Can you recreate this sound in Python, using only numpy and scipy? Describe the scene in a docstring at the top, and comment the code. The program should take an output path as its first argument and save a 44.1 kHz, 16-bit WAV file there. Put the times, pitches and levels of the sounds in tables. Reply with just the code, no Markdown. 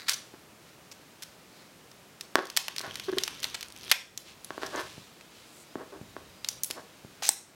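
"""A short rip of cloth: a craft knife cuts duct tape on a cutting mat, close by in a small room.
The roll is lifted; the tape crackles off the mat as its glue gives way, judders and snaps free.
The roll is set down and pushed aside, then fingers press the cut end and pick at it.
Tape sounds are damped clicks with a brief ring, knocks and rubs drive the desk's resonances,
and sliding is fine grain noise. Faint whistles, a trill and hiss lie underneath."""
import sys
import numpy as np
from scipy import signal
from scipy.fft import rfft, irfft
from scipy.io import wavfile
from scipy.ndimage import uniform_filter1d

SR = 44100
rng = np.random.default_rng(int(sys.argv[2]) if len(sys.argv) > 2 else 0)


def dump_mix(stems):
    """Bounce the given channels to the path in sys.argv[1] as a 16-bit WAV at rate SR."""
    frames = np.atleast_2d(stems).T  # one column per channel
    limited = np.clip(frames, -1, 1)  # hard clip at full scale
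    pcm = np.round(limited * 32767).astype(np.int16)
    wavfile.write(sys.argv[1], SR, pcm)


N = 332940
T = np.arange(N) / SR
TAPS = 2048
PULSE_HZ = np.maximum(np.fft.rfftfreq(TAPS, 1 / SR), 10)

# glue and threads letting go: t/s, energy/dB, crack f/Hz, ring f/Hz, ring boost at full share/dB
SNAPS = [(0.0949, 3, 4800, 5060, 5.5), (1.2343, -16.5, 4500, 1500, 8), (1.9155, -27, 3500, 5900, 6),
         (2.2103, -10.5, 3800, 5040, 3), (2.4545, -18, 4200, 13800, 9), (2.4702, -18, 4600, 4900, 8),
         (2.501, -10, 3640, 5400, 0), (2.5663, 1.7, 4400, 2720, 5.5), (2.573, 8, 3420, 13600, 11),
         (2.6827, -3.5, 2370, 11500, 11), (2.7636, -10, 3380, 3900, 0), (2.783, -4, 3160, 4730, 9),
         (2.794, -10, 4000, 5470, 5), (2.813, -13, 3400, 8800, 2), (2.9102, -15, 2200, 3000, 19),
         (2.9564, -9.5, 3560, 1600, 9), (2.9981, -11, 2960, 1600, 4), (3.1845, 1.5, 3080, 3580, 10.5),
         (3.2362, -0.1, 3900, 5800, 11), (3.2787, -5, 2230, 11200, 12), (3.443, -.7, 3300, 4000, 7),
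         (3.4523, -13, 2270, 12580, 12), (3.6095, -13.5, 3350, 13600, 9), (3.6287, -11, 2900, 13400, 6),
         (3.9152, 11.5, 2900, 12250, 13), (4.1762, -6, 4700, 6500, 7.5), (4.4463, -14.5, 5900, 10400, 12),
         (4.76, -15.5, 5200, 6600, 15), (5.2104, -23.5, 1970, 7400, 6), (6.4464, -6.5, 3150, 4000, 8),
         (6.4877, 0.2, 4870, 6300, 9.5), (6.6352, 1.5, 11500, 6500, 8), (6.6453, -6.5, 5900, 10700, 16),
         (6.71, -5.5, 3550, 11000, 6), (7.291, 11, 5600, 8380, 14.5)]
# cloth tearing, glue peeling in a run: t/s, length/s, level/dB, crack f/Hz, ring f/Hz
RIPS = [(0.0824, 0.013, -25.5, 3320, 1530), (0.096, .03, -32, 3860, 1570), (.133, .013, -31, 4200, 6000),
        (0.914, 0.015, -46, 3200, 6540), (1.222, 0.013, -40.5, 4800, 1400),
        (3.036, 0.017, -46.5, 4200, 3930), (3.429, 0.0073, -32, 3180, 14100),
        (3.543, 0.012, -32.5, 2560, 7900), (3.896, 0.012, -36, 3500, 3700), (3.917, 0.01, -18, 3100, 2000),
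        (4.662, 0.0078, -39, 4440, 5640), (4.796, .02, -48.5, 5500, 11000),
        (6.701, 0.0053, -38.5, 4000, 13500), (7.222, 0.0094, -35.5, 3100, 1400),
        (7.232, 0.026, -31.5, 3250, 6800), (7.262, 0.025, -32, 4570, 6100)]
# the taut strip juddering: t/s, length/s, f/Hz
JUDDERS = [(3.08, .025, 384.3), (3.1248, 0.015, 359), (3.168, .014, 384)]
# roll, hand and blade hitting the desk: t/s, energy/dB, hardness corner f/Hz
KNOCKS = [(.345, -26, 1810), (2.3557, 10, 4870), (2.3852, 1.5, 1024), (2.3908, -0.5, 2510),
          (2.806, -15, 3500), (4.506, -8.5, 2200), (4.5792, -9, 1004), (4.6331, -3, 2010),
          (5.7556, -7.5, 627), (6.1659, -11.5, 1190), (6.704, -16.5, 690), (7.2905, -7, 3500)]
# fingertips (low) and nails (higher) landing on the mat: t/s, energy/dB, f/Hz
THUMPS = [(.339, -20, 300), (2.878, -18.5, 150), (4.9799, -16.5, 129), (5.758, -14, 208),
          (6.0136, -14.5, 149), (7.0482, -17, 128), (7.2245, -12.5, 784), (7.29, -6.5, 830)]
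# roll and fingers dragging: peak t/s, rise/s, fall/s, peak level/dB, hardness corner f/Hz
RUBS = [(2.838, .012, .09, -38.5, 2780), (4.62, 0.0067, 0.078, -37, 4500), (4.752, 0.047, 0.04, -34, 1300),
        (4.793, .045, .039, -32.5, 4000), (5.812, 0.06, 0.035, -41, 695), (5.926, .009, .075, -43, 600),
        (6.787, 0.045, 0.022, -41.5, 1110)]
# thin whistles: t/s, length/s, start f/Hz, end f/Hz, level/dB
WHISTLES = [(5.66, .09, 4550, 5300, -63), (5.92, .3, 7100, 6950, -70), (6.288, 0.24, 4980, 4680, -63)]

# friction strokes: t/s, rise/s, hold/s, fall/s, relative level/dB
TAPE_PULLS = [(2.38, .05, 0.32, .1, -53), (2.72, 0.19, 0.63, .2, -48), (3.7, .19, 0.0081, 0.013, -45.5)]  # slack taken up, a steady pull, a last tug
BLADE_DRAWS = [(-.01, 0.0091, .005, 0.066, -44.5), (.055, 0.02, .003, .008, -46.5),
               (1.48, .1, .03, 0.095, -58.5)]  # blade along the mat
HAND_SLIDES = [(.08, .04, .03, 0.39, -59), (.6, .07, .02, 0.092, -61), (.7, 0.14, 0.77, 1.22, -66.5),
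               (4.23, 0.058, 0.0038, 0.064, -49.5), (4.25, 0.087, 2.9, .3, -63),
               (4.42, .36, 0.023, 0.34, -48), (5.28, 0.093, .01, 0.2, -57)]  # hands and roll over the mat
HAND_SWEEPS = [(5.45, .15, .015, 0.037, -55.5)]  # a hand brushing across
ARM_LEANS = [(2.65, 0.32, 1.7, 0.11, -67), (4.35, 0.47, 0.046, 0.13, -58), (5.8, 0.28, .25, .6, -60)]  # arms shifting on the desk

# tone colours: f/Hz, relative level/dB
PEEL_EQ = [(400, -1), (700, -18), (1000, -6), (1700, -5.5), (2400, -3), (3200, 3), (4200, -5), (5000, -11),
           (6000, -3), (7500, -18), (12500, -19), (16000, -29)]  # glue peeling off the mat
STRAND_EQ = [(800, -22), (2500, -7), (4200, 5), (5500, 3), (7200, -20), (9000, -5), (12500, -9),
             (16000, -15)]  # single strands of glue parting
BLADE_EQ = [(900, -15), (1600, -2.5), (1900, -1), (2600, -9), (3400, -10), (3900, 0), (4700, -2.5),
            (5800, -12), (15000, -25)]  # blade scrape
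DESK_EQ = [(50, -37), (150, -22.5), (230, -4.5), (370, 4.5), (600, -2), (800, 1.5), (1100, -1.5),
           (1650, 5.5), (2200, -6.5), (3300, -5), (5400, -2), (7500, -11.5), (15000, -7)]  # body of the struck desk
SLIDE_EQ = [(500, -15), (1500, -7.5), (2500, 0.5), (4000, 1), (5500, -3.5), (8000, -8), (15000, -22)]  # sliding hands and roll
SWISH_EQ = [(2000, -20), (5000, -9), (8000, -3), (10500, -9), (15000, -18)]  # airy hand sweep
RUMBLE_EQ = [(20, -22), (55, -6), (110, -6), (200, -12), (500, -40)]  # arms on the desk
CLOSE_EQ = [(700, 9.5), (1500, 2), (3000, 2), (5500, 4.5), (7200, 1.5), (9500, 3), (12400, 4.5), (14000, 0),
            (16000, 3.5)]  # close-up colour of the tape clicks
ROOM_EQ = [(150, -2), (400, 6.5), (1200, 5), (3000, 1), (6000, 0), (9000, 0.5), (15000, 4)]  # reflections
FLOOR_EQ = [(15, -58), (25, -39), (49, -9.5), (175, -1), (277, -4), (309, -3), (394, -4), (575, -5.5),
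            (840, -9), (1260, -9.5), (1840, -12), (2550, -13), (3820, -16), (5880, -17.5), (16000, -25)]  # steady background noise

# desk resonances: f/Hz, relative level/dB, t60/s
DESK_MODES = [(335.5, -41.5, 0.065), (403, -43, 0.039), (651, -35, 0.042), (1109, -27.5, 0.022),
              (1540, -42, 0.017), (3420, -40.5, 0.033)]
# decay of the room tail: f/Hz, t60/s
ROOM_T60 = [(150, 0.42), (500, 0.3), (1500, 0.35), (4000, 0.37), (8000, 0.38), (15000, 0.19)]


def tape_click(crack_hz, ring_hz, ring_db, q=0.6):
    """One click of the tape: a broad, heavily damped crack and the brief ring of the freed patch."""
    ratio = PULSE_HZ / crack_hz
    ring_width_hz = 400 + 0.045 * ring_hz
    boost_db = ring_db / (1 + ((PULSE_HZ - ring_hz) / ring_width_hz) ** 2)
    crack = 1 / (1 + q ** 2 * (ratio - 1 / ratio) ** 2)
    return pulse(crack * amp(boost_db + curve(CLOSE_EQ, PULSE_HZ)))


def tape_snaps(ring_share, flutter_t60=0.02, yield_db=-12, yield_s=0.00073):
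    """The glue crackles as it yields, lets go in one click, and the strip flutters briefly."""
    out, t = np.zeros(N), np.arange(-TAPS // 8, TAPS // 2) / SR
    for at, db, crack_hz, ring_hz, ring_db in SNAPS:
        click = disperse(tape_click(crack_hz, ring_hz, ring_share * ring_db), bending=0.61)
        noise = rng.standard_normal(len(t))
        yielding = excite(noise * np.exp(-abs(t) / yield_s) * (t < 0), click)
        crack = excite((t == 0) * 1., click)
        flutter = excite(noise * amp(-60 * t / flutter_t60) * (t > .0003), click)
        flutter_db = -2.5 - 0.14 * db  # the harder the snap, the cleaner the click
        snap = amp(yield_db) * yielding + crack + amp(flutter_db) * flutter
        add(out, at + t[0], amp(db) * unit_energy(snap))
    return out


def tape_rips(catch_s=.017, fade_db=5, rise_s=0.00054):
    """Threads part in a dense run of clicks that bites afresh at each catch, then eases."""
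    out = np.zeros(N)
    for at, length, db, crack_hz, ring_hz in RIPS:
        t = np.arange(0, length, 1 / SR)
        since_catch = t % catch_s
        bite = amp(-fade_db * since_catch / catch_s) * (1 - np.exp(-since_catch / rise_s))
        threads = bite * grains(len(t), per_s=9000, spread_db=2)
        click = tape_click(crack_hz, ring_hz, ring_db=8)
        add(out, at, amp(db) * np.sqrt(len(t)) * excite(threads, click))
    return out


def tape_peel(strands_db=-10, sizzle_db=-3):
    """Glue peels off the mat: sparse, bright strands parting over a dense sizzle."""
    strands = friction(TAPE_PULLS, STRAND_EQ, per_s=140, spread_db=6)
    sizzle = friction(TAPE_PULLS, PEEL_EQ, per_s=6400, spread_db=4)
    return amp(strands_db) * strands + amp(sizzle_db) * sizzle


def glue_ticks(per_s=32, db=-26.5, spread_db=3, centre_hz=3300, flutter_t60=.012, flutter_db=-4):
    """Small patches of glue give way at random during the pull, each at its own pitch."""
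    out, t = np.zeros(N), np.arange(TAPS // 4) / SR
    start, end = TAPE_PULLS[1][0], sum(TAPE_PULLS[-1][:4])  # steady pull to the end of the tug
    for _ in range(int(per_s * (end - start))):
        at = rng.uniform(start, end)
        strength, pitch, ring_offset = rng.standard_normal(3)
        flutter = unit_energy(rng.standard_normal(len(t)) * amp(-60 * t / flutter_t60))
        drive = (t == 0) + amp(flutter_db) * flutter
        crack_hz = centre_hz * np.exp(.22 * pitch)
        click = tape_click(crack_hz, crack_hz * np.exp(abs(ring_offset)), ring_db=10)
        add(out, at, amp(db + spread_db * strength) * excite(drive, click))
    return out


def tape_judders(db=-25.5, rasp_db=-13, sag=0.054):
    """The taut strip swings for a few cycles, sagging in pitch; the glue rasps once a cycle."""
    out = np.zeros(N)
    for at, length, hz in JUDDERS:
        size = int(length * SR)
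        cycles = np.cumsum(hz * (1 + sag * np.linspace(.5, -.5, size))) / SR
        bursts = rng.standard_normal(size) * np.exp(-(cycles % 1) / 0.2)
        rasp = signal.fftconvolve(bursts, desk_body(hardness_hz=2500))[:size]
        swing = np.sin(2 * np.pi * cycles) + amp(rasp_db) * unit_rms(rasp)
        add(out, at, amp(db) * signal.windows.tukey(size, .5) * swing)
    return out


def blade_scrape():
    """The blade drags along the mat with a fine, gritty scratch."""
    return friction(BLADE_DRAWS, BLADE_EQ, per_s=3000, spread_db=5)


def desk_body(hardness_hz):
    """The desk's answer to one blow; a soft contact leaves out the treble."""
    t = np.arange(2 * TAPS) / SR
    body = np.pad(pulse(amp(curve(DESK_EQ, PULSE_HZ))), (0, TAPS))
    body += sum(amp(db - 60 * t / t60) * np.cos(2 * np.pi * hz * t) for hz, db, t60 in DESK_MODES)
    contact = pulse(1 / (1 + (PULSE_HZ / hardness_hz) ** 2))
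    return excite(contact, body)


def desk_knocks():
    """Single blows ring the desk, their attacks smeared by bending waves."""
    out = np.zeros(N)
    for at, db, hardness_hz in KNOCKS:
        add(out, at, -amp(db) * disperse(desk_body(hardness_hz), bending=0.55))
    return out


def finger_thumps(t60=0.017, rise_s=0.00018):
    """A fingertip or nail lands on the mat with one quickly damped tone."""
    out, t = np.zeros(N), np.arange(TAPS) / SR
    envelope = amp(-60 * t / t60) * (1 - np.exp(-t / rise_s))
    for at, db, hz in THUMPS:
        add(out, at, -amp(db) * unit_energy(envelope * np.cos(2 * np.pi * hz * t)))
    return out


def mat_rubs(slips_per_s=390, jitter=.35, uneven_db=3, grit_db=-12):
    """Roll and fingers stick and slip: uneven little blows on the desk that swell and fade."""
    out = np.zeros(N)
    for peak_at, rise, fall, db, hardness_hz in RUBS:
        size = int((rise + fall) * SR)
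        gaps, strength = rng.standard_normal((2, size // 10))
        onsets = (np.cumsum(np.exp(jitter * gaps)) * SR / slips_per_s).astype(int)
        slips = np.zeros(size)
        slips[onsets[onsets < size]] = amp(uneven_db * strength[onsets < size])
        swell = np.interp(np.arange(size) / SR, [0, rise, rise + fall], [0, 1, 0])
        drive = swell * (unit_rms(slips) + amp(grit_db) * rng.standard_normal(size))
        rub = np.linalg.norm(swell) * excite(drive, desk_body(hardness_hz))
        add(out, peak_at - rise, amp(db) * rub)
    return disperse(out, bending=0.87)


def hand_slides():
    """Hands and roll shuffle over the mat; one sweep adds an airy swish."""
    shuffle = friction(HAND_SLIDES, SLIDE_EQ, per_s=7000, spread_db=3.5)
    swish = friction(HAND_SWEEPS, SWISH_EQ, per_s=12000, spread_db=5)
    return shuffle + swish


def arm_rumble():
    """Arms shift on the desk with a low, grainy rumble."""
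    return friction(ARM_LEANS, RUMBLE_EQ, per_s=210, spread_db=2)


def whistles(waver=.0015):
    """Thin gliding tones swell and fade, barely above the hiss."""
    out = np.zeros(N)
    for at, length, start_hz, end_hz, db in WHISTLES:
        size = int(length * SR)
        wobble = unit_rms(uniform_filter1d(rng.standard_normal(size), size=200))
        hz = np.linspace(start_hz, end_hz, size) * (1 + waver * wobble)
        add(out, at, amp(db) * signal.windows.cosine(size) * np.sin(2 * np.pi * np.cumsum(hz) / SR))
    return out


def trill(start_s=5.99, end_s=6.43, hz=3800, per_s=24, db=-61, swing=.03):
    """A faint high tone pulses quickly, each pulse sliding in pitch."""
    out, t = np.zeros(N), np.arange(0, end_s - start_s, 1 / SR)
    beat = 2 * np.pi * per_s * t
    tone = np.sin(2 * np.pi * np.cumsum(hz * (1 + swing * np.sin(beat))) / SR)
    envelope = np.sin(beat / 2) ** 4 * signal.windows.tukey(len(t), .3)
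    add(out, start_s, amp(db) * envelope * tone)
    return out


def room_reverb(x, wet_db=-11, scatter_db=-7, wall_s=0.012):
    """Weak scatter from the desk top, then the walls answer with a tail that dies band by band."""
    t = np.arange(SR * 3 // 5) / SR
    echoes = grains(len(t), per_s=5000, spread_db=2) * (t > .002)
    echoes *= np.where(t < wall_s, amp(scatter_db), 1)
    hz, age, bands = signal.stft(echoes, SR, nperseg=256)
    bands *= amp(curve(ROOM_EQ, hz)[:, None] - 60 * age / curve(ROOM_T60, hz)[:, None])
    tail = unit_energy(signal.istft(bands, SR, nperseg=256)[1])
    return amp(wet_db) * signal.fftconvolve(x, tail)[:N]


def hiss(db=-55):
    """A steady bed of dark noise."""
    return amp(db) * unit_rms(equalise(rng.standard_normal(N), FLOOR_EQ))


def friction(strokes, eq, per_s, spread_db):
    """Fine grains under strokes that swell, hold and fade."""
    power = sum((amp(db) * np.interp(T, np.cumsum(stages), [0, 1, 1, 0])) ** 2
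                for *stages, db in strokes)
    return np.sqrt(power) * unit_rms(equalise(grains(N, per_s, spread_db), eq))


def grains(size, per_s, spread_db):
    """Random clicks of either sign, a few much louder than the rest."""
    strength = amp(spread_db * np.minimum(rng.exponential(1, size), 4))
    return unit_rms(strength * rng.choice([-1, 1], size) * (rng.random(size) < per_s / SR))


def disperse(x, bending):
    """Bending waves carry treble faster than bass, smearing a pulse without colouring it."""
    poles = [1, -2 * bending, bending ** 2]
    return signal.lfilter(poles[::-1], poles, x)


def pulse(gain):
    """The tightest one-sided (minimum-phase) pulse with this spectral shape over PULSE_HZ."""
    log_gain = np.log(np.maximum(gain / gain.max(), 1e-5))
    mirrored = np.concatenate([log_gain, log_gain[-2:0:-1]])
    spectrum = np.exp(np.conj(signal.hilbert(mirrored)))
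    return unit_energy(np.fft.ifft(spectrum).real)


def excite(drive, body):
    """Plays a drive through a body's impulse response, at unit energy."""
    return unit_energy(signal.fftconvolve(drive, body))


def equalise(x, eq):
    return irfft(rfft(x) * amp(curve(eq, np.fft.rfftfreq(len(x), 1 / SR))), len(x))


def curve(points, hz):
    point_hz, value = np.transpose(points)
    return np.interp(np.log(hz + 1), np.log(point_hz + 1), value)


def amp(db):
    return 10 ** (np.asarray(db) / 20)


def unit_rms(x):
    return x / np.sqrt(np.mean(x ** 2) + 1e-20)


def unit_energy(x):
    return x / np.sqrt(np.sum(x ** 2) + 1e-20)


def add(mix, at, sound):
    part = mix[max(round(at * SR), 0):][:len(sound)]
    part += sound[:len(part)]


def scene(judder_send_db=-4):
    """Tape and handling up front, a small room behind them, a faint bed underneath; mono."""
    close = tape_peel() + tape_rips() + blade_scrape()
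    close += hand_slides() + desk_knocks() + finger_thumps() + mat_rubs()
    judders = tape_judders()
    # the room hears the strip from all sides, so the ring of each snap is weaker there
    reverb = room_reverb(close + tape_snaps(ring_share=.35) + amp(judder_send_db) * judders)
    bed = arm_rumble() + hiss()
    snaps = tape_snaps(ring_share=0.92)
    bed += whistles() + trill()
    return (snaps + glue_ticks() + judders + close + reverb + bed)[None]


def record(dry, threshold_db=-24, depth=0.74, recovery_db_per_s=11, lag_s=0.014, band_hz=(50, 16000)):
    """Gain control ducks after the loudest snaps and creeps back; peaks clip; the band is trimmed."""
    x = dry[0]
    pole = np.exp(-1 / (lag_s * SR))
    smoother = [1 - pole], [1, -pole]
    power_db = 10 * np.log10(signal.lfilter(*smoother, x ** 2) + 1e-12)
    excess_db = np.maximum(power_db - threshold_db, 0)
    recovery_db = recovery_db_per_s * T
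    duck_db = np.maximum.accumulate(depth * excess_db + recovery_db) - recovery_db
    x = np.clip(x / amp(signal.lfilter(*smoother, duck_db)), -.82, .82)
    low_cut = signal.butter(2, band_hz[0], "highpass", fs=SR, output="sos")
    high_cut = signal.firwin(401, band_hz[1], window=("kaiser", 8), fs=SR)
    return signal.oaconvolve(signal.sosfilt(low_cut, x), high_cut, "same")[None]


dry = scene()
out = record(dry)
dump_mix(out)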